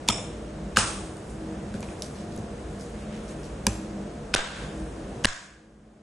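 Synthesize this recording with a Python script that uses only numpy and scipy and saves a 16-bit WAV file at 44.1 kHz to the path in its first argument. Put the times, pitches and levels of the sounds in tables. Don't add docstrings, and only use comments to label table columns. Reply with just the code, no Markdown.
import sys
import numpy as np
from scipy import signal
from scipy.fft import rfft, irfft, next_fast_len
from scipy.io import wavfile
from scipy.ndimage import uniform_filter1d, map_coordinates

SR = 44100
rng = np.random.default_rng(int(sys.argv[2]) if len(sys.argv) > 2 else 0)


def volts_from_db(level):
    exponent = np.asarray(level, float) / 20
    return 10 ** exponent


def materialize(psi):
    bounded = np.clip(np.atleast_2d(psi).T, -1, 1)
    quanta = np.round(bounded * 32767).astype(np.int16)
    wavfile.write(sys.argv[1], SR, quanta)


N = 265482

# (time [s], peak level [dB],
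# ring [Hz], second ring [Hz], t60 [s])
BONE_CONTACTS = [(.0869, -4.5, 2480, 6840, .01), (0.0862, -3.5, 3550, 5500, .015),
                 (.0881, -9.5, 940, 4300, .025), (0.099, -16, 1260, 3260, .05),
                 (.7696, -5, 1230, 2500, .027), (0.7701, 0.5, 1576, 5320, .018),
                 (.7707, -5.5, 2880, 7100, .013), (.787, -16.5, 2830, 5130, .037),
                 (3.6666, -12, 1645, 6090, 0.018), (3.6672, -14.5, 2400, 4790, .021),
                 (3.6673, -8, 952, 7320, .014), (3.667, -14, 9300, 11200, .013),
                 (4.34, -0.5, 2500, 5100, .0065), (4.3404, -21, 3190, 1500, .026),
                 (4.3449, -15, 1020, 3570, .012), (4.3486, -15, 1540, 5570, .0077),
                 (5.2459, -3, 2842, 5180, .018), (5.246, -6.5, 1668, 1090, .021),
                 (5.2536, -19.5, 905, 4040, .0084), (5.2545, -3.5, 1780, 9600, .021)]
# (time [s], room answer [dB], thud [dB], ring [dB], delay until the edge stops [s])
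BLOWS = [
    (0.0864, -30.5, -20.5, -27, 0.0026),
    (.770, -22, -19.5, -25.5, .004),
    (3.667, -37, -15.5, -37.5, 0.0034),
    (4.341, -16.5, -20.5, -18, .008),
    (5.246, -14.5, -11.5, -18.5, .0071),
]
# (time [s], peak level [dB], pitch [Hz], room relative to tick [dB])
MEAT_TICKS = [(1.169, -33, 8600, -15), (1.7412, -30, 4370, -13), (1.741, -38, 1500, -4),
              (1.8065, -35, 7000, -14), (1.8065, -34, 11100, -20), (1.8285, -35, 950, -9),
              (1.8281, -28.5, 6000, -15), (1.828, -36, 2410, -8), (1.887, -42.5, 2500, 1),
              (2.0217, -11.5, 5630, -21.5), (2.0226, -25, 4200, -17), (2.028, -28, 6230, -19),
              (2.0445, -29, 5100, -20), (2.112, -39, 9050, -10), (2.148, -39, 4300, -3),
              (2.178, -42.5, 4550, -0.5), (2.206, -35, 4200, -11), (2.313, -40, 4020, -2),
              (2.363, -32, 10400, -18), (2.377, -32, 6500, -16), (2.388, -39, 5940, -15),
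              (2.7977, -32.5, 5450, -6.5), (2.8625, -36, 6760, -10), (3.281, -35, 5600, -4.5),
              (3.433, -36, 5100, -5)]
# (time [s], table jolt [dB], gain dip [dB], gain hold [s], skull note [Hz])
HARDEST_BLOWS = [
    (4.354, -13.5, -9, 0.14, 1573),
    (5.252, -6.5, -16.5, 1.2, 1610),
]


def unit(x):
    return x / np.sqrt(np.mean(x ** 2) + 1e-20)


def along(points, hz):
    f, v = np.transpose(points)
    return np.interp(np.log(hz + 1), np.log(f + 1), v)


def wobble(rate_hz):
    knots = rng.standard_normal(int(N * rate_hz / SR) + 4)
    return map_coordinates(knots, [np.arange(N) * rate_hz / SR])


def filtered(x, response):
    m = next_fast_len(x.shape[-1] + 8192)
    spectrum = rfft(x, m) * response(np.fft.rfftfreq(m, 1 / SR))
    return irfft(spectrum, m)[..., :x.shape[-1]]


def resonances(modes):
    return lambda f: sum(volts_from_db(db) * 1j * f * w / (c * c - f * f + 1j * f * w) for c, w, db in modes)


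def diffuse(pair, response):
    # (frequency [Hz], left-right correlation [0-1])
    likeness = [(60, .9995), (200, 1), (350, 0.99), (640, 0.66), (1160, 0.4), (2090, .65), (3780, 0.37),
                (5500, 0.28), (6000, 1), (12000, 0.98)]
    turn = lambda hz: np.arccos(np.clip(along(likeness, hz), -1, 1)) / 2
    mid, side = filtered(pair, lambda hz: response(hz) * [np.cos(turn(hz)), np.sin(turn(hz))])
    return unit(np.array([mid + side, mid - side]))


def add(track, s, sound):
    part = track[..., round(s * SR):][..., :sound.shape[-1]]
    part += sound[..., :part.shape[-1]]


def ring(hz, t60, t, attack):
    return np.sin(2 * np.pi * hz * t) * volts_from_db(-60 * t / t60) * (1 - np.exp(-t / attack))


def walls(response, t60_share, rise):
    # (frequency [Hz], t60 [s])
    room_t60 = [(300, 0.49), (1000, 0.61), (3000, 0.61), (6000, 0.56), (11000, 0.64)]
    t = np.arange(SR) / SR
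    hz, frames_s, z = signal.stft(diffuse(rng.standard_normal((2, SR)), response), SR, nperseg=256)
    decay = volts_from_db(-60 * frames_s / (t60_share * along(room_t60, hz)[:, None]))
    tail = signal.istft(z * decay, SR, nperseg=256)[1][:, :SR]
    echoes_db = 2.4 * map_coordinates(rng.standard_normal(400), [260 * t]) * np.exp(-t / .12)
    return tail * volts_from_db(echoes_db) * (1 - np.exp(-t / rise))


def thud(t, cushion_db):
    # (frequency [Hz], level [dB], t60 [s])
    block_modes = [(62.3, -7.5, 0.14), (106.7, -4.5, 0.23), (207, 5, 0.061), (398.6, -1, 0.059),
                   (537, 1.5, 0.039)]
    out = np.zeros(len(t))
    for hz, db, t60 in block_modes:
        mode_db = db - cushion_db * np.log2(hz / 200) + rng.normal(0, 1.5)
        out += volts_from_db(mode_db) * ring(hz, t60, t, attack=0.0041)
    return out


def machines():
    # (frequency [Hz], density [dB per Hz])
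    fan_colour = [(13, -47), (25, -19), (44, -4), (122, -7.5), (250, -9), (500, -11), (714, -15.5),
                  (900, -20.5), (1750, -26), (1950, -29.5), (4600, -36.5), (5500, -36.5), (8520, -38),
                  (10500, -44.5), (12500, -41.5)]
    # (frequency [Hz], width [Hz], level [dB])
    compressor_tones = [(56.3, 9.1, -45.5), (153.5, 18, -47.5), (197.33, 6, -44.5), (215.3, 3.3, -45.5),
                        (319.5, 5, -46.5), (391.8, 6.1, -56.5), (474.3, 7.5, -53.5), (601.3, 18, -54),
                        (694.3, 20, -57)]
    fan = diffuse(rng.standard_normal((2, N)), lambda hz: volts_from_db(along(fan_colour, hz)))
    air = volts_from_db(-38 + 0.4 * wobble(4)) * fan
    for hz, width_hz, db in compressor_tones:
        band = resonances([(hz, width_hz, 0)])
        tone = diffuse(rng.standard_normal((2, N)), lambda f: band(f) ** 2)
        air += volts_from_db(db + 1.6 * wobble(3.59)) * tone
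    return air


def slices():
    # (start [s], end [s], level [dB], centre [Hz])
    flesh_cuts = [
        (.0778, .0872, -32, 3300),
        (.7615, .771, -27, 2700),
        (4.3365, 4.341, -34, 2200),
        (5.239, 5.247, -33, 4200),
    ]
    near, t = np.zeros((2, N)), np.arange(SR // 20) / SR
    for start, end, db, hz in flesh_cuts:
        band = resonances([(hz, 1.6 * hz, 0)])
        hiss = unit(filtered(rng.standard_normal(len(t)), lambda f: band(f) ** 2))
        add(near, start, volts_from_db(db) * (t < end - start) * hiss)
    return near


def contacts():
    near, t = np.zeros((2, N)), np.arange(SR // 20) / SR
    for s, db, low_hz, high_hz, t60 in BONE_CONTACTS:
        crack_db = -6.5 - 5.5 * np.log2(t60 / .012) - db
        splinters = rng.standard_normal((3, len(t)))
        rough = 1 + 1.1 * uniform_filter1d(splinters[2], size=14)
        crack = filtered(splinters, resonances([(high_hz, 1.8 * high_hz, 2)]))
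        crack *= volts_from_db(-60 * t / (.8 * t60)) * (1 - np.exp(-t / 4e-4))
        body = ring(low_hz, t60, t, attack=7e-4) * rough
        high_ring = ring(high_hz, 0.73 * t60, t, attack=0.0003) * rough
        body += volts_from_db(crack_db) * (high_ring + 0.79 * crack[0])
        side = volts_from_db(crack_db - 12.5) * np.outer([1, -1], crack[1])
        add(near, s, volts_from_db(db - 2.5) * (body + side))
    return near


def chops():
    # (frequency [Hz], density [dB per Hz])
    colours = [
        [(290, -28.5), (500, 9), (1230, 1.5), (1530, -8), (3630, 1.5), (4610, -22.5), (5400, -4), (9570, -11),
         (10400, -42), (12000, -39)],
        [(290, -43), (500, -9.5), (886, -9), (1230, -4), (2100, -14), (2500, -11.5), (4430, -14), (7530, -12),
         (9200, -10.5), (12000, -40.5)],
        [(410, -21), (700, 4), (1500, -5.5), (1690, -3), (1920, -11.5), (2490, -5), (3840, -10), (5600, -7.5),
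         (7420, -12), (8650, -20.5), (11600, -15.5), (15100, -50.5)],
        [(290, -10), (500, -4.5), (818, -6), (1470, -7), (2250, -10.5), (3480, -9.5), (4670, -15.5),
         (7530, -18.5), (10200, -24.5), (12000, -90)],
        [(290, -47), (500, -7.5), (745, -5), (874, -25), (934, -6), (1630, -4.5), (2530, -10), (7340, -12),
         (10800, -27.5), (12000, -88.5)],
    ]
    # (frequency [Hz], width [Hz], level [dB])
    blade_modes = [
        [(1230, 75, -6.5), (2360, 52, -5.5), (2500, 230, -8), (3500, 47, 2), (5380, 160, 2), (5400, 37, -1),
         (7150, 100, 2.5), (8000, 45, 0.5), (8600, 61, -5.5), (9300, 120, -5.5)],
        [(1290, 590, -2), (2490, 160, -4), (2905, 56, -6.5), (5100, 190, -2), (6080, 77, -3), (6750, 37, -8.5),
         (6530, 32, -8), (7430, 180, -25), (8700, 50, -10.5), (8950, 66, -14.5)],
        [(2500, 110, -7), (6100, 95, -2), (7500, 150, 1.5), (8220, 99, -8), (8700, 33, -12.5),
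         (9400, 140, -7.5), (11200, 43, -9)],
        [(1480, 140, -5.5), (3630, 45, -9), (6270, 56, -19)],
        [(1060, 56, -4.5), (1700, 140, -5), (3410, 74, -9.5), (5300, 61, -7), (7130, 80, -8.5)],
    ]
    cushions = [0.8, -0.5, 0.6, -0.7, 2.5]
    after, t = np.zeros((2, N)), np.arange(SR) / SR
    for blow, colour, modes, cushion_db in zip(BLOWS, colours, blade_modes, cushions):
        s, room_db, thud_db, ring_db, delay_s = blow
        answer = volts_from_db(room_db) * walls(lambda hz: volts_from_db(along(colour, hz)), t60_share=1.138, rise=0.00067)
        answer += volts_from_db(ring_db) * walls(resonances(modes), t60_share=0.78, rise=0.0062)
        add(after, s + delay_s, answer)
        add(after, s + .003, volts_from_db(thud_db) * thud(t, cushion_db))
    return after


def ticks():
    dry_t60_s, chip_hz = 0.004, 3150
    out, t = np.zeros((2, N)), np.arange(SR // 2) / SR
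    for s, db, hz, room_db in MEAT_TICKS:
        t60 = dry_t60_s * np.minimum(1 + (chip_hz / hz) ** 8, 8.5)
        snap = ring(hz, t60, t, attack=0.00022) * (0.68 + 1.13 * rng.standard_normal(len(t)))
        add(out, s, volts_from_db(db + 3.0) * filtered(snap, resonances([(hz, 1.05 * hz, 0)])))
        echo = walls(resonances([(hz, .6 * hz, 0)]), t60_share=0.54, rise=0.002)
        add(out, s + 0.0044, volts_from_db(db + room_db - 9.0) * echo)
    return out


def rubbing():
    # (time [s], peak level [dB], swell per 20 dB [s], fade per 20 dB [s])
    hand_strokes = [
        (1.3, -54, .07, .17),
        (1.93, -56.5, .25, .45),
        (2.8, -62, .5, .5),
        (3.25, -60, .4, .7),
        (4.78, -57, .15, .5),
    ]
    # (frequency [Hz], density [dB per Hz])
    wet_colour = [(2000, -68.5), (4000, -0.5), (7000, 7.5), (10000, 8.5), (13000, -24.5)]
    # (time [s], peak level [dB], swell per 20 dB [s], fade per 20 dB [s], centre [Hz])
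    blade_slide = (3.14, -51, .45, .45, 2100)
    now = np.arange(N) / SR

    def stroke(s, db, swell_s, fade_s):
        return volts_from_db(db - 20 * np.maximum((s - now) / swell_s, (now - s) / fade_s))

    grain = volts_from_db(2.2 * wobble(300) + 1.8 * wobble(25))
    slide_hz = blade_slide[-1]
    band = resonances([(slide_hz, 1.4 * slide_hz, 0)])
    drag = diffuse(grain * rng.standard_normal((2, N)), lambda f: band(f) ** 2)
    rustle = diffuse(grain * rng.standard_normal((2, N)), lambda hz: volts_from_db(along(wet_colour, hz)))
    return sum(stroke(*row) for row in hand_strokes) * rustle + stroke(*blade_slide[:-1]) * drag


def bumps():
    # (time [s], level [dB])
    settlings = [
        (1.745, -26),
        (2.32, -33),
        (2.38, -26.5),
    ]
    out, t = np.zeros((2, N)), np.arange(SR // 2) / SR
    for s, db in settlings:
        add(out, s, volts_from_db(db) * thud(t, cushion_db=2.5))
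    return out


def jolts():
    skull_db, skull_width_hz = -36, 89
    after, t = np.zeros((2, N)), np.arange(SR) / SR
    for s, jolt_db, dip_db, _, hz in HARDEST_BLOWS:
        skull = walls(resonances([(hz, skull_width_hz, 0)]), t60_share=1.23, rise=.006)
        add(after, s, volts_from_db(skull_db - 1.01 * dip_db) * skull)
        add(after, s + 0.023, volts_from_db(jolt_db) * ring(11, 0.19, t, attack=.001))
    return after


def gain_db(t):
    rest_db, dip_s, recover_s, overshoot_db, settle_s = -0.93, .015, .14, -2, .12
    total_db = rest_db
    for s, _, db, hold_s, _ in HARDEST_BLOWS:
        shape = np.clip(np.minimum((t - s) / dip_s, 1 + (s + hold_s - t) / recover_s), 0, 1)
        total_db = total_db + shape * (db + overshoot_db * np.exp(-abs(t - s) / settle_s))
    return total_db


def clamp_db(t):
    # (start [s], end [s], level [dB])
    clamps = [
        (4.3512, 4.3608, -21),
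        (5.2565, 5.267, -20),
    ]
    ramp_s = 0.00061
    return sum(db * np.clip(np.minimum(t - start, end - t) / ramp_s, 0, 1) for start, end, db in clamps)


def thinned(x):
    # (frequency [Hz], share silenced [0-1])
    holes = [(2500, 0), (3800, .03), (4600, .17), (5200, .025), (9000, .03), (10500, .1)]
    edge_hz, edge_hz_per_db, lowest_hz, highest_hz = 10960, 210.5, 9800, 12000
    blow_hz, hardest_hz = 12800, 11300
    loud_over_db, loss_hz_per_db = 6.5, 130
    hz, t, z = signal.stft(x, SR, nperseg=2048, noverlap=1536)

    def since(rows):
        return np.abs(t[:, None] - [row[0] for row in rows]).min(axis=1)

    def level_db(low_hz, high_hz):
        power = np.mean(abs(z[:, (hz > low_hz) & (hz < high_hz)]) ** 2, axis=(0, 1))
        return 10 * np.log10(uniform_filter1d(power, size=5) + 1e-20)

    calm = since([row for row in BONE_CONTACTS + MEAT_TICKS if row[1] > -25]) > .028
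    bright_db = level_db(9500, 11500) - level_db(600, 6000)
    loud_db = level_db(3000, 9500)
    loss_hz = loss_hz_per_db * np.maximum(loud_db - np.median(loud_db) - loud_over_db, 0)
    edge = edge_hz + edge_hz_per_db * (bright_db - np.median(bright_db)) - loss_hz
    edge = np.clip(edge, lowest_hz, highest_hz)
    struck = np.where(since(HARDEST_BLOWS) < .05, hardest_hz, blow_hz)
    edge = np.where(since(BLOWS) < .022, struck, edge)
    ragged_hz = np.repeat(rng.normal(0, 300, len(t)), 3)[:len(t)]
    kept = hz[:, None] < edge + calm * ragged_hz
    patches = np.kron(rng.random((len(hz) // 7 + 1, len(t) // 4 + 1)), np.ones((7, 4)))
    kept &= patches[:len(hz), :len(t)] > along(holes, hz)[:, None] * calm
    return signal.istft(z * kept, SR, nperseg=2048, noverlap=1536)[1][:, :N]


def scene():
    return machines() + slices() + contacts() + chops() + ticks() + rubbing() + bumps() + jolts()


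def top_cut(x):
    return signal.sosfilt(signal.butter(12, 12960, fs=SR, output="sos"), x)


def record(dry):
    # (frequency [Hz], level [dB])
    port_response = [(20, 0), (10500, 0.5), (12000, -11.5), (13000, -19), (22000, -60)]
    t = np.arange(N) / SR
    clamp = clamp_db(t)
    bass = filtered(dry, lambda hz: 1 / (1 + (hz / 400) ** 4))
    heard = volts_from_db(gain_db(t)) * (bass * volts_from_db(.3 * clamp) + (dry - bass) * volts_from_db(clamp))
    mix = thinned(filtered(heard, lambda hz: volts_from_db(along(port_response, hz))))
    return top_cut(mix)


dry = scene()
out = record(dry)
materialize(out)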